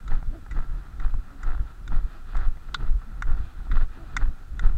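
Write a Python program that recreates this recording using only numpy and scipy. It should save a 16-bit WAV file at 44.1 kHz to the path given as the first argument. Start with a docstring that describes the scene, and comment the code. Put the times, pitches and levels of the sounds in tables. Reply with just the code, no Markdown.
"""A snowy forest road, packed hard: a brisk walk with poles, heard from a small cased camera on the chest.
Boots crush snow into bursts of grains; each pole tip clicks just before, a scrape exciting damped modes.
Each landing also jolts the camera, as slow pressure swings with thuds and rumble of filtered noise.
The gear knocks softly, the jacket rustles as grains, and a sleeve rubs as a gliding tone with its octave.
A quiet, steady hiss of coloured noise lies behind."""
import sys
import numpy as np
from scipy import signal
from scipy.fft import rfft, irfft, next_fast_len
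from scipy.io import wavfile
from scipy.ndimage import uniform_filter1d

SR = 44100
rng = np.random.default_rng(int(sys.argv[2]) if len(sys.argv) > 2 else 0)


def int16_out(signal):
    """Quantize to a 16-bit WAV file."""
    q = np.round(np.clip(np.atleast_2d(signal).T, -1, 1) * 32767)
    wavfile.write(sys.argv[1], SR, q.astype(np.int16))


N = 210625
TIME = np.arange(N) / SR

# footfalls, levels before each layer's gain: (time [s], snow gives way for [s], crunch [dB], grit [dB],
# jolt [dB], thud [dB], delay until the camera drops back [s], sway of that [dB], thump of that [dB])
FOOTFALLS = [(0.112, 0.029, -45, -65.5, -9.5, -42.5, 0.16, -20.5, -29),
             (0.57, 0.0067, -41.5, -66.5, -13, -41.5, 0.13, -22, -27.5),
             (1.027, 0.019, -44.5, -67.5, -10.5, -45.5, 0.12, -15.5, -25.5),
             (1.469, 0.068, -44, -69.5, -11, -46, .135, -22, -22.5),
             (1.927, 0.035, -45.5, -67, -9, -38.5, 0.12, -19.5, -24.5),
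             (2.352, 0.068, -43.5, -68, -11.5, -46.5, 0.13, -10.5, -25.5),
             (2.808, .035, -48, -70, -19, -39.5, 0.096, -11, -28),
             (3.281, 0.036, -44.5, -71, -7.5, -41, 0.12, -16, -23.5),
             (3.751, 0.023, -43.5, -63, -9.5, -45.5, .08, -12, -27),
             (4.209, .018, -47, -68, -12.5, -41.5, 0.077, -17, -26),
             (4.64, 0.028, -43, -65, -6.5, -37.5, .105, -18, -22.5)]
# the forefoot pushes off and grinds the snow: (time [s], half length [s], crunch [dB], grit [dB])
PUSH_OFFS = [(0.64, 0.0086, -61, -77), (1.112, 0.0061, -70, -74), (2.455, .016, -52, -72),
             (2.877, 0.0067, -52.5, -71.5), (3.381, 0.0084, -56, -73), (3.823, 0.011, -48.5, -64.5)]
# hard lumps of snow snapping under a boot: (time [s], peak level before the layer's gain [dB])
SNOW_SNAPS = [(0.117, -38), (0.463, -45), (1.92, -38.5), (2.351, -40), (2.571, -49.5), (2.687, -49),
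              (3.016, -50.5), (3.768, -35.5), (3.812, -40.5), (4.213, -40.5), (4.222, -39), (4.256, -46.5),
              (4.636, -48)]
# spectrum of packed snow giving way: (frequency [Hz], relative density [dB per Hz])
CRUNCH_SPECTRUM = [(250, -11), (400, -10.5), (520, -13.5), (740, -8.5), (1000, -8), (1350, -3), (1650, -8),
                   (1950, -11), (2250, -26.5), (2700, -30.5), (3500, -37)]
# spectrum of its finer grit: (frequency [Hz], relative density [dB per Hz])
GRIT_SPECTRUM = [(1800, -63), (2400, 7), (2850, 3.5), (3500, 2), (4200, 1), (4900, -4), (5500, -28),
                 (6300, -12.5), (8000, -59), (10000, -66)]
# the snow packs quickly under the heel and falls silent more slowly
PACK_DB_PER_S, SETTLE_DB_PER_S, GRIT_SETTLE_DB_PER_S = 488, 190.5, 219
# a fainter creak goes on while the weight rolls over the sole
ROLL_DB, ROLL_RISE_DB_PER_S, ROLL_FALL_DB_PER_S = -15, 76, 94.5


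def boots():
    """Granular fracture: packed snow yields in clumps of dense grains, with finer grit and hard snaps."""
    crunch_gain, grit_gain = np.zeros(N), np.zeros(N)
    for s, half_s, crunch_db, grit_db in PUSH_OFFS:
        push_off = swell(s, half_s)
        crunch_gain += from_db(crunch_db) * push_off
        grit_gain += from_db(grit_db) * push_off
    for s, hold_s, crunch_db, grit_db, *_ in FOOTFALLS:
        roll = from_db(ROLL_DB) * envelope(s, hold_s, ROLL_RISE_DB_PER_S, ROLL_FALL_DB_PER_S)
        crunch_step = envelope(s, hold_s, PACK_DB_PER_S, SETTLE_DB_PER_S)
        grit_step = envelope(s, hold_s, PACK_DB_PER_S, GRIT_SETTLE_DB_PER_S)
        crunch_gain += from_db(crunch_db) * np.maximum(crunch_step, roll)
        grit_gain += from_db(grit_db) * np.maximum(grit_step, roll)
    # one uneven clumping is shared by the coarse and the fine grains
    clumps = from_db(2 * wobble(.004))
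    coarse = colour(grains(per_s=1100, spread_db=4), CRUNCH_SPECTRUM)
    fine = colour(grains(per_s=2000, spread_db=2.5), GRIT_SPECTRUM)
    crunch = crunch_gain * steadied(clumps * coarse, .025)
    grit = grit_gain * steadied(clumps * fine, .08)
    snaps = np.zeros(N)
    for s, peak_db in SNOW_SNAPS:
        blow = contact(crumble=0.18, crumble_s=0.0044, tail_db=-16, tail_s=0.013)
        add(snaps, s, at_peak(colour(blow, CRUNCH_SPECTRUM), peak_db))
    return from_db(-2.0) * crunch + from_db(4.0) * grit + from_db(7) * snaps


# pole tips on ice: (time [s], scrape decay [s], then the low, middle, high and top ring [dB],
# each the energy of the whole ring averaged over 10 ms)
POLE_STRIKES = [(0.078, 0.003, -46, -55, -56, -60.5), (0.51, 0.0095, -48.5, -44.5, -61.5, -59.5),
                (0.998, 0.0048, -49, -49.5, -62, -65.5), (1.4309, 0.0046, -42.5, -49, -66, -56.5),
                (1.8774, 0.002, -45.5, -54, -53.5, -58), (2.367, 0.0047, -57, -52, -58, -60),
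                (2.7436, 0.0032, -29, -41, -31, -45.5), (3.2227, 0.0017, -32, -40, -53.5, -51.5),
                (3.714, 0.0068, -40, -45, -52.5, -68), (4.166, 0.0017, -28, -34, -40.5, -39.5),
                (4.1718, 0.0011, -37, -30, -66, -52), (4.594, 0.0012, -37.5, -42.5, -49.5, -53)]
# modes of the shaft, one list for each of those four ranges: (frequency [Hz], width [Hz], level [dB])
SHAFT_MODES = [
    [(1137, 230, -5), (1430, 128, 9), (1463, 280, -27)],
    [(1956, 140, 13), (2145, 510, -7)],
    [(3260, 260, -11), (3500, 270, -8), (3720, 310, -4.5), (4130, 240, -18), (4490, 260, -13)],
    [(4800, 180, -3), (5320, 240, -4), (5740, 260, 1), (6120, 130, -6.5), (6280, 105, 2), (6830, 310, 0.5),
     (7480, 400, -5.5), (7980, 110, -3), (8570, 500, -21)],
]
BITE_RISE_S = .0006    # the tip takes this long to dig in


def poles():
    """Modal excitation: a tip scraping into ice rings the shaft's damped modes in a listed balance."""
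    out, t = np.zeros(N), TIME[:SR // 10]
    for s, scrape_s, *range_db in POLE_STRIKES:
        bite = contact(crumble=.18, crumble_s=scrape_s, tail_db=-23, tail_s=.011)
        bite = bite * (1 - 0.6 * np.exp(-t / BITE_RISE_S))
        click = np.zeros(len(t))
        for modes, level_db in zip(SHAFT_MODES, range_db):
            ring = np.zeros(len(t))
            for k, (hz, width_hz, db) in enumerate(modes):
                # a second, wider resonance softens the onset
                mode = resonate(resonate(bite, hz, width_hz), hz, 5 * width_hz)
                # neighbouring modes swing in opposite senses
                ring += (-1) ** k * from_db(db) * mode
            click += from_db(level_db) * ring / np.sqrt(np.sum(ring ** 2) / (SR // 100))
        click_db = 20 * np.log10(np.max(np.abs(click)))
        # broad ice crack, and a dull stab from the snow under it
        crack = at_peak(resonate(resonate(bite, 4000, 5900), 5500, 8500), click_db - 27)
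        stab = at_peak(resonate(resonate(bite, 850, 490), 970, 1000), click_db - 18)
        add(out, s - .0005, click + crack + stab)
    return out


# pack and harness shifting, levels before each layer's gain:
# (time [s], half length [s], rumble [dB], thud [dB])
HARNESS_SHIFTS = [(0.308, .02, -24.5, -55), (0.515, 0.011, -32, -43), (0.763, 0.031, -30, -40),
                  (0.928, 0.019, -38, -45), (1.188, 0.011, -24.5, -70), (1.803, 0.022, -35, -67),
                  (2.26, 0.034, -41.5, -69), (2.713, .03, -34.5, -41), (2.957, 0.02, -21, -74),
                  (3.161, 0.042, -36, -38.5), (3.598, 0.016, -27.5, -41), (3.657, 0.0055, -37, -31.5),
                  (3.722, 0.019, -21, -31), (4.017, 0.032, -50, -45), (4.14, 0.074, -36.5, -40),
                  (4.533, 0.017, -34, -53)]
# spectrum of the rumble through the body: (frequency [Hz], relative density [dB per Hz])
RUMBLE_SPECTRUM = [(10, -5), (22, 5), (38, 10.5), (55, 0), (75, -16.5), (100, -20), (160, -29.5)]
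# spectrum of the thuds: (frequency [Hz], relative density [dB per Hz])
THUD_SPECTRUM = [(60, -18), (100, 5.5), (130, 5), (185, -7.5), (290, -8), (400, -17), (600, -25)]
# spectrum of air moving past the microphone: (frequency [Hz], relative density [dB per Hz])
DRAUGHT_SPECTRUM = [(10, -5.5), (22, 4), (45, -14.5), (75, -15), (140, -27.5)]
# the jolt reaches the camera just after the heel lands
JOLT_LAG_S, SWAY_HZ, REBOUND_HZ, THUMP_HZ = 0.02884, 17.1, 15.8, 65


def body():
    """Inertial motion: landings (FOOTFALLS) swing the camera out and back, with thumps and rumble."""
    sway, thumps = np.zeros(N), np.zeros(N)
    rumble_gain, thud_gain = np.zeros(N), np.zeros(N)
    for s, half_s, rumble_db, thud_db in HARNESS_SHIFTS:
        shift = swell(s, half_s)
        rumble_gain += from_db(rumble_db) * shift
        thud_gain += from_db(thud_db - 12.5) * shift
    for s, hold_s, _, _, jolt_db, thud_db, after_s, back_db, thump_db in FOOTFALLS:
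        jolt, back = s + JOLT_LAG_S, s + after_s
        sway += from_db(jolt_db) * swing(jolt, SWAY_HZ)
        sway += from_db(back_db) * swing(back, REBOUND_HZ)
        thumps += from_db(thud_db + 6.5) * swing(jolt, THUMP_HZ)
        thumps += from_db(thump_db - 0.5) * swing(back, THUMP_HZ)
        rumble_gain += from_db(jolt_db - 13.5) * envelope(s, hold_s, 211, 150)
        rumble_gain += from_db(thump_db - 6) * envelope(back, 0.012, 495, 327)
        thud_gain += from_db(thud_db + 0.5) * envelope(s, 0.024, 209, 206)
        thud_gain += from_db(thump_db - 24) * envelope(back, 0.0033, 585, 248)
    # a faint wandering thud goes on all the time
    thud_gain += from_db(-62 + 5.5 * wobble(0.017))
    rumble = rumble_gain * steadied(colour(rng.standard_normal(N), RUMBLE_SPECTRUM), 0.0412)
    thud = thud_gain * steadied(colour(rng.standard_normal(N), THUD_SPECTRUM), 0.0325)
    draught = steadied(colour(rng.standard_normal(N), DRAUGHT_SPECTRUM), 0.61)
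    return sway + thumps + rumble + from_db(-1.14) * thud + from_db(-39) * draught


# dull knocks of the gear: (time [s], peak level [dB])
GEAR_KNOCKS = [(0.2275, -31), (1.141, -31), (3.669, -35), (4.751, -38)]
# spectrum of a knock: (frequency [Hz], relative density [dB per Hz])
KNOCK_SPECTRUM = [(100, 24), (280, 13), (500, -3), (750, 9), (1000, 8), (1350, 5), (1900, -7), (3000, -24),
                  (8000, -40)]


def gear():
    """Impact: straps and fittings knock dully, a short blow filtered by what it strikes."""
    out = np.zeros(N)
    for s, peak_db in GEAR_KNOCKS:
        blow = contact(crumble=.06, crumble_s=.004, tail_db=-30, tail_s=.015)
        add(out, s, at_peak(colour(blow, KNOCK_SPECTRUM), peak_db))
    return out


# rustles between footfalls, before each layer's gain:
# (time [s], half length [s], crinkle [dB], grit [dB])
JACKET_RUSTLES = [(0.338, 0.022, -57, -70), (0.77, 0.091, -56, -72), (1.254, 0.06, -56.5, -72),
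                  (1.45, 0.042, -47, -68), (1.684, 0.037, -53, -68), (2.127, 0.059, -52.5, -65.5),
                  (2.316, 0.034, -51, -63), (2.703, 0.18, -59, -72), (3.09, 0.12, -60, -76),
                  (3.455, .06, -54.5, -65.5), (3.658, 0.055, -62, -71), (3.95, 0.039, -56, -67),
                  (4.14, 0.1, -50.5, -66), (4.384, 0.027, -67, -75)]


def jacket():
    """Buckling: stiff cloth crinkles in tiny clicks, always faintly, in the same spectra as the snow."""
    crinkle_gain = from_db(-67 + 6.8 * wobble(0.052))
    grit_gain = np.zeros(N)
    for s, half_s, crinkle_db, grit_db in JACKET_RUSTLES:
        rustle = swell(s, half_s)
        crinkle_gain += from_db(crinkle_db) * rustle
        grit_gain += from_db(grit_db) * rustle
    crinkle = crinkle_gain * rms_one(colour(grains(per_s=4000, spread_db=1.0), CRUNCH_SPECTRUM))
    grit = grit_gain * rms_one(colour(grains(per_s=4400, spread_db=-1.0), GRIT_SPECTRUM))
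    return from_db(-4.5) * crinkle + from_db(-1.5) * grit


# arm swings sliding the sleeve over the jacket:
# (time of top speed [s], half length [s], ribs passed at top speed [per s], level there [dB])
ARM_SWINGS = [(0.354, .048, 342, -47), (1.338, 0.064, 290, -52), (2.17, 0.0307, 360, -55.5),
              (3.09, .05, 218, -49), (4.017, .06, 350, -49.5)]
ARM_SLOWING = .3    # share of its speed that the arm has lost half a length from the middle
SLEEVE_DB_PER_OCTAVE = 9.5    # faster sliding is louder


def sleeve():
    """Friction of ribbed cloth: an uneven zip whose pitch and level follow the speed of the arm."""
    out = np.zeros(N)
    stumble = 1 + .07 * wobble(.003)
    grip = from_db(2.5 * wobble(.004))
    for s, half_s, top_hz, db in ARM_SWINGS:
        slowing = ARM_SLOWING / (1 - ARM_SLOWING) * np.minimum(((TIME - s) / half_s) ** 2, 2)
        speed = 1 / (1 + slowing)    # relative to the top speed
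        phase = 2 * np.pi * np.cumsum(top_hz * speed * stumble) / SR
        overtone = from_db(-5.0) * (top_hz * speed / 350) ** 4    # faster sliding is sharper
        gain = from_db(db + SLEEVE_DB_PER_OCTAVE * np.log2(speed))
        gain *= envelope(s - half_s, 2 * half_s, 200, 200)
        out += gain * grip * (np.sin(phase) + overtone * np.sin(2 * phase))
    return out


# spectrum of the hush: (frequency [Hz], relative density [dB per Hz])
AIR_SPECTRUM = [(150, -2.5), (300, -7.5), (550, -17.5), (760, -14.5), (1030, -21), (1340, -8.5),
                (1900, -19), (2200, -21.5), (2600, -23), (4200, -25), (5300, -27.5), (8000, -29),
                (10000, -32), (15500, -33.5)]


def air():
    """Stationary noise: the steady hush of the forest and the microphone."""
    return from_db(-59) * rms_one(colour(rng.standard_normal(N), AIR_SPECTRUM))


def contact(crumble, crumble_s, tail_db, tail_s):
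    """Impulse on snow: one sharp push, a brief crumbling, and a faint scatter from the surroundings."""
    t = TIME[:SR // 10]
    decay = np.exp(-t / crumble_s) + from_db(tail_db) * np.exp(-t / tail_s)
    push = rng.standard_normal(len(t)) * crumble * decay
    push[0] += 1
    return push


def grains(per_s, spread_db):
    """Random point process: clicks of either sign, their sizes spread exponentially in decibels."""
    sizes = from_db(spread_db * np.minimum(rng.exponential(1, N), 4))
    return (rng.random(N) < per_s / SR) * sizes * rng.choice([-1, 1], N)


def swing(s, hz):
    """Pressure pulse of one smooth movement out and back, centred on time s."""
    spread = np.minimum((np.pi * hz * (TIME - s)) ** 2, 50)
    return (2 * spread - 1) * np.exp(-spread)


def envelope(s, hold_s, rise_db_per_s, fall_db_per_s):
    """Exponential growth and decay: gain rises to 1 at time s, holds and dies away."""
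    before, after = np.maximum(s - TIME, 0), np.maximum(TIME - s - hold_s, 0)
    return from_db(-rise_db_per_s * before - fall_db_per_s * after)


def swell(s, half_s):
    """Gaussian rise and fall of gain around time s."""
    return np.exp(-.5 * np.minimum(((TIME - s) / half_s) ** 2, 100))


def wobble(seconds):
    """Smoothed noise: a random wander of rms 1 that changes in about this time."""
    size = max(int(seconds * SR), 2)
    return rms_one(uniform_filter1d(uniform_filter1d(rng.standard_normal(N), size), size))


def resonate(x, hz, width_hz):
    """Damped resonance: a two-pole filter with gain about 1 at its top."""
    r = np.exp(-np.pi * width_hz / SR)
    zeros = np.array([1, 0, -1]) * (1 - r * r) / 2
    poles_of_filter = [1, -2 * r * np.cos(2 * np.pi * hz / SR), r * r]
    return signal.lfilter(zeros, poles_of_filter, x + 1e-18)


def colour(x, spectrum):
    """Minimum-phase filtering: a causal filter of the given spectrum, falling away beyond its ends."""
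    size = 2 * next_fast_len(len(x))
    hz, db = np.transpose(spectrum)
    log_hz = np.log(np.arange(size // 2 + 1) * SR / size + 1)
    beyond = np.abs(log_hz - np.clip(log_hz, np.log(hz[0]), np.log(hz[-1])))
    log_gain = np.log(from_db(np.interp(log_hz, np.log(hz), db))) - 2 * beyond
    # folding the cepstrum onto positive times makes the filter causal
    cepstrum = irfft(log_gain)
    cepstrum[1:size // 2] *= 2
    cepstrum[size // 2 + 1:] = 0
    return irfft(rfft(x, size) * np.exp(rfft(cepstrum)))[:len(x)]


def steadied(x, seconds):
    """Running rms normalisation: evens out slow swells of a noise and keeps its fine grain."""
    power = uniform_filter1d(x ** 2, max(int(seconds * SR), 2))
    return x / np.sqrt(np.abs(power) + 1e-20)


def from_db(db):
    """Logarithmic level: decibels to amplitude gain."""
    return 10 ** (np.asarray(db) / 20)


def rms_one(x):
    """Effective value: scale to rms 1."""
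    return x / np.sqrt(np.mean(x ** 2) + 1e-20)


def at_peak(x, db):
    """Peak value: scale a short sound to a peak level."""
    return from_db(db) * x / np.max(np.abs(x))


def add(out, s, sound):
    """Superposition: mix a short sound in at time s."""
    start = max(round(s * SR), 0)
    out[start:start + len(sound)] += sound[:N - start]


def scene():
    """Superposition of all sources, close and in the open air, as one channel."""
    return (boots() + poles() + body() + gear() + jacket() + sleeve() + air())[None]


# resonances of the camera case: (frequency [Hz], width [Hz], boost [dB])
CASE_MODES = [(765, 70, 3), (1335, 100, 4), (2480, 150, 3), (3500, 130, 3.5), (3980, 160, 3),
              (7700, 160, 2.5)]
CUTOFF_HZ = 15750


def record(dry):
    """Cavity resonance and band limit: the case rings with all it hears; ends eased, top cut."""
    cased = dry + sum((from_db(db) - 1) * resonate(dry, hz, width_hz) for hz, width_hz, db in CASE_MODES)
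    ends = np.minimum(np.minimum(TIME, TIME[-1] - TIME) / .004, 1)
    top_cut = signal.ellip(12, .1, 90, CUTOFF_HZ, fs=SR, output="sos")
    return signal.sosfilt(top_cut, from_db(0.4) * cased * ends)


dry = scene()
out = record(dry)
int16_out(out)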